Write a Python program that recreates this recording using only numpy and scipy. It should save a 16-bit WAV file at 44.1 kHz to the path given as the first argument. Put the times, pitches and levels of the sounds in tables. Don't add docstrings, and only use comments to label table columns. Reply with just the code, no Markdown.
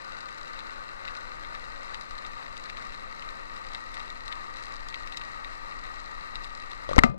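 import sys
import numpy as np
from scipy import signal
from scipy.fft import rfft, irfft, next_fast_len
from scipy.io import wavfile
from scipy.ndimage import uniform_filter1d

SR = 44100
rng = np.random.default_rng(int(sys.argv[2]) if len(sys.argv) > 2 else 0)


def persist_wave(psi):
    counts = np.round(np.clip(psi, -1, 1) * 32767).astype(np.int16)
    wavfile.write(sys.argv[1], SR, np.atleast_2d(counts).T)


N = 316636
T = np.arange(N) / SR
SHORT = T[:N // 12]
PULL_S, FIRE_S, PISTON_S = 6.86, 6.982, 7.036
SURFACE_LAG_S = .0064


def undb(db):
    return 10 ** (np.asarray(db) / 20)


def unit(x):
    return x / np.sqrt(np.mean(x ** 2))


def fade(t60):
    return undb(-60 * SHORT / t60)


def ring(hz, t60):
    return np.sin(2 * np.pi * hz * SHORT) * fade(t60)


def add(track, s, sound):
    start = int(s * SR)
    track[start:start + len(sound)] += sound[:N - start]


def colour(x, response_db):
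    size = 2 * next_fast_len(len(x) // 2 + 2048)
    hz = np.maximum(np.fft.rfftfreq(size, 1 / SR), 1)
    cepstrum = irfft(np.log(undb(response_db(hz))))
    cepstrum[1:size // 2] *= 2
    cepstrum[size // 2 + 1:] = 0
    return irfft(rfft(x, size) * np.exp(rfft(cepstrum)))[:len(x)]


def highpass_db(f, hz):
    return -10 * np.log10(1 + (hz / f) ** 4)


def lowpass_db(f, hz):
    return highpass_db(hz, f)


def noise(response_db):
    return unit(colour(rng.standard_normal(N), response_db))


def band(hz, width_hz):
    return noise(lambda f: -20 * np.log10(1 + ((f / hz - hz / f) * hz / width_hz) ** 2))


def drift(rate):
    steps = rng.standard_normal(int(N / SR * rate) + 2)
    return np.interp(T * rate, np.arange(len(steps)), steps)


def clicks(rate, spread_db):
    hits = rng.random(N) < rate / SR
    size = np.minimum(rng.exponential(size=N), 3.3)
    return hits * rng.choice([-1, 1], N) * undb(spread_db * size)


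def housing_db(f):
    # (frequency [Hz], gain [dB])
    wall = [(30, -11), (150, -3.5), (400, -6.5), (800, 0.5), (1700, -1), (2450, -3.5), (3300, -12),
            (5500, -14.5), (7500, -18.5), (9000, -20.5), (10500, -32.5), (12000, -49), (13500, -34.5),
            (15500, -37)]
    # (centre [Hz], width [Hz], gain [dB])
    resonances = [(527, 52, 4), (916, 95, 6), (1211, 227, 13.5), (1530, 200, 3), (1642, 80, -6),
                  (1940, 494, 7.5), (2710, 124, 6.5), (4004, 646, 13), (4827, 570, 6.5), (7530, 760, 3)]
    wall_hz, wall_db = np.transpose(wall)
    peaks_db = sum(db * .5 ** ((2 * (f - hz) / width) ** 2) for hz, width, db in resonances)
    return np.interp(np.log(f), np.log(wall_hz), wall_db) + peaks_db


def with_surface_echo(x, lag_s, db):
    samples = np.arange(len(x))
    return x - undb(db) * np.interp(samples - lag_s * SR, samples, x, left=0)


def low_wash(swell_s=2.9, swell_width_s=.54):
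    swell = undb(-62) * np.exp(-((T - swell_s) / swell_width_s) ** 2)
    return band(180, 560) * undb(-58.5) + band(175, 80) * swell


def arm_tremble(rise_db_per_s=.47, onset_s=.74):
    shake = band(18.2, 13.7) + undb(-19) * band(55, 35)
    even_shake = shake / np.sqrt(uniform_filter1d(shake ** 2, SR // 4))
    calm_db = np.interp(T, [0, onset_s], [-5.5, 0])
    return even_shake * undb(-45 + rise_db_per_s * T + calm_db + 1.5 * drift(6.6))


def camera_whine(hz=1896, rise_db_per_s=2, full_s=5.1):
    db = -48 - rise_db_per_s * np.maximum(full_s - T, 0) + 1.7 * drift(10)
    phase = 2 * np.pi * np.cumsum(hz + 1.34 * drift(8)) / SR
    return undb(db) * unit(np.sin(phase))


def water_swish(glide_end_s=1.27):
    slowing_s = np.maximum(T - glide_end_s, 0)
    bright = undb(-47 - 9 * slowing_s) * band(1478, 200)
    hollow = undb(-52.5 - 3 * slowing_s) * band(542, 95)
    return undb(1.7 * drift(6.75)) * (bright + hollow)


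def far_shrimp(level_db=-38.5, shelf_db=-7):
    flicker = rng.standard_normal(N) * undb(1.05 * drift(25))
    hiss = colour(flicker, lambda f: housing_db(f) + shelf_db * undb(highpass_db(f, 3200)))
    return unit(hiss) * undb(level_db)


def mid_shrimp(level_db=-48):
    scatter = rng.standard_normal(len(SHORT)) * fade(.0056)
    scatter[0] = 8
    sharp = signal.fftconvolve(clicks(rate=420, spread_db=6) * undb(1.1 * drift(7.4)), scatter)[:N]
    crackle = colour(unit(sharp), lambda f: housing_db(f) + highpass_db(f, 3500))
    window = np.hanning(int(.0045 * SR))
    for hz, db in [(2500, 1.5), (4400, 3.7)]:
        power = signal.fftconvolve(clicks(rate=100, spread_db=5) ** 2, window, "same")
        blurred = unit(np.sqrt(np.abs(power)) * rng.standard_normal(N) * undb(1.2 * drift(6.5)))
        crackle += undb(db) * colour(
            blurred, lambda f: housing_db(f) + 2 * highpass_db(f, .65 * hz) + lowpass_db(f, 1.58 * hz))
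    crackle = unit(with_surface_echo(crackle, SURFACE_LAG_S, db=-14.5))
    return crackle * undb(level_db - .1 * drift(3.65))


def near_shrimp(scatter_db=-14, blur=.35, ping_hz=3700):
    # (time [s], level [dB], brightness [dB/octave])
    snaps = [(0.207, -37, -1), (0.5911, -33.5, -5.5), (1.053, -29.5, -14), (1.0791, -28.5, -14.5),
             (1.0843, -31.5, -11), (1.152, -36, -5.5), (1.4486, -32.5, -17), (1.5499, -32, -9.5),
             (1.945, -27.5, -6), (2.0112, -35.5, 1.5), (2.2495, -32.5, -16), (2.5688, -36, -5),
             (2.659, -36, -7), (2.699, -29, -9), (2.7715, -32.5, -9), (3.2235, -32.5, -8),
             (3.2898, -33, -9), (3.7485, -26.5, -7), (3.943, -34, -4.5), (3.9694, -33, -20),
             (4.0025, -32.5, -12.5), (4.1025, -33, -3), (4.2802, -33, -3.5), (4.3252, -26.5, -9.5),
             (4.8866, -34, 0.5), (4.9436, -25, -12), (5.0743, -32.5, -4.5), (5.1234, -32, -6.5),
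             (5.1726, -26, -0.5), (5.2143, -30.5, -14), (5.4465, -30.5, -9.5), (5.8528, -33.5, -15),
             (6.3559, -26.5, -8), (6.4444, -34, -3), (6.7163, -34.5, -5.5)]

    def tone_db(f, tilt_db):
        ping = 4 * .5 ** ((2 * (f - ping_hz) / 600) ** 2)
        low_cut = 2 * highpass_db(f, 3000 * undb(.29 * tilt_db))
        return housing_db(f) + ping + low_cut + tilt_db * np.log2(np.clip(f, 3000, 8000) / 3500)

    out, lead = np.zeros(N), SR // 100
    early = undb(-14) * fade(.032)[lead:0:-1]
    spread = np.concatenate([early, fade(.01)])
    for s, db, tilt_db in snaps:
        spike = undb(scatter_db - blur * tilt_db) * rng.standard_normal(len(spread)) * spread
        spike[lead] += 1
        snap = colour(spike, lambda f: tone_db(f, tilt_db))
        snap /= np.sqrt(np.sum(snap ** 2) / (SR / 400))
        lag, strength = rng.uniform(-.966, 1, 2)
        snap = with_surface_echo(snap, SURFACE_LAG_S + .00089 * lag, db=-10 + 3 * strength)
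        add(out, s - lead / SR, undb(db + .5) * snap)
    return out


def churn(pull_db=-31.5, recoil_db=-17, wake_db=-21):
    eddies = noise(lambda f: highpass_db(f, 40) - 5 * np.log2(f) + lowpass_db(f, 1440))
    stir = np.interp(T, [PULL_S, FIRE_S], [0, undb(pull_db)])
    stir += np.interp(T, [PISTON_S, PISTON_S + .06], [0, undb(wake_db)])
    add(stir, FIRE_S, undb(recoil_db) * fade(t60=.077))
    return eddies * stir


def speargun(boxiness=.52, crack_top_hz=9400):
    # (time [s], ring pitch [Hz], ring t60 [s], ring level [dB], crack level [dB], crack t60 [s])
    blows = [(6.8909, 566, 0.036, -16, -27, 0.042), (6.9130, 553, .028, -14, -34, 0.11),
             (6.9321, 1144, 0.028, -16.5, -25.5, 0.018), (6.9615, 5970, 0.011, -24.5, -20, 0.009),
             (6.967, 515, 0.024, -10, -27, 0.0097), (6.9817, 1045, 0.02, 1, -12, 0.029),
             (6.983, 1890, 0.035, -10, -28, .01), (6.9889, 2100, 0.023, -7, -4, 0.01),
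             (6.9917, 2040, 0.016, -3.5, -11, .008), (7.0357, 1287, 0.033, -4.5, -7, 0.017),
             (7.0361, 2026, 0.027, -4, -22.5, 0.16), (7.0400, 720, 0.019, -5, -14, 0.013),
             (7.0660, 690, 0.055, -15, -38, .05), (7.1, 1240, 0.022, -19, -23, 0.011),
             (7.1430, 550, 0.054, -10, -27, 0.014)]
    # (pitch [Hz], t60 [s], level [dB])
    barrel_modes = [(560, 2.7, -27.5), (740, 0.37, -27), (920, .25, -28), (1193, 1.2, -21),
                    (1263, 0.5, -23), (1560, 0.075, -22), (1970, 0.38, -39), (2089, 0.55, -30),
                    (2490, 1, -38)]
    # (time [s], pitch [Hz], t60 [s], level [dB])
    surges = [(6.9820, 64.7, 0.046, 1.5), (6.9833, 272, 0.02, 6.5), (7.0370, 427, 0.029, -12.5),
              (7.0380, 126, 0.056, -14), (7.0410, 232, 0.097, -3.5), (7.097, 136, 0.047, -2.5),
              (7.121, 193, 0.94, -11.5)]

    def tone_db(f):
        body = highpass_db(f, 450) - 2.5 * np.log2(f / 1000) + lowpass_db(f, 6400)
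        top_cut = -40 * np.log2(np.clip(f / crack_top_hz, 1, 1.2))
        return boxiness * housing_db(f) + body + top_cut

    out = np.zeros(N)
    for s, hz, t60, ring_db, crack_db, crack_t60 in blows:
        grit = rng.standard_normal(len(SHORT))
        crack = colour(grit * fade(crack_t60), tone_db) / np.std(colour(grit, tone_db))
        add(out, s, undb(ring_db) * ring(hz, t60) + undb(crack_db) * crack)
    add(out, PISTON_S, sum(undb(db) * ring(hz, t60) for hz, t60, db in barrel_modes))
    for s, hz, t60, db in surges:
        add(out, s, -undb(db) * ring(hz, t60))
    return out


def scene(flip_hz=21.9):
    sea = far_shrimp() + mid_shrimp() + near_shrimp() + water_swish() + camera_whine() + arm_tremble()
    gun = np.clip(speargun() + churn(), -.95, .95)
    left = sea + gun
    right = colour(undb(-7.5) * sea + undb(-8.5) * gun, lambda f: -10 * np.log10(1 + (f / 4200) ** 2))
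    right = 2 * signal.lfilter(*signal.butter(1, flip_hz, fs=SR), right) - right
    right += undb(-58.5) * noise(lambda f: housing_db(f) + highpass_db(f, 2100))
    wash = low_wash()
    self_noise = undb(-81.5) * rng.standard_normal((2, N))
    return np.array([left + wash, right - undb(6.5) * wash]) + self_noise


def record(dry, threshold_db=-10, duck_db_per_db=2.4, lag_s=.051, slew_s=.12, top_hz=15900):
    peak = np.maximum.accumulate(np.abs(dry).max(axis=0))
    over_db = np.maximum(20 * np.log10(peak + 1e-9) - threshold_db, 0)
    smooth_db = uniform_filter1d(over_db, int(slew_s * SR), mode="nearest")
    gain = undb(-duck_db_per_db * np.interp(T - lag_s - slew_s / 2, T, smooth_db))
    return signal.sosfilt(signal.ellip(8, .1, 70, top_hz, fs=SR, output="sos"), dry * gain)


dry = scene()
out = record(dry)
persist_wave(out)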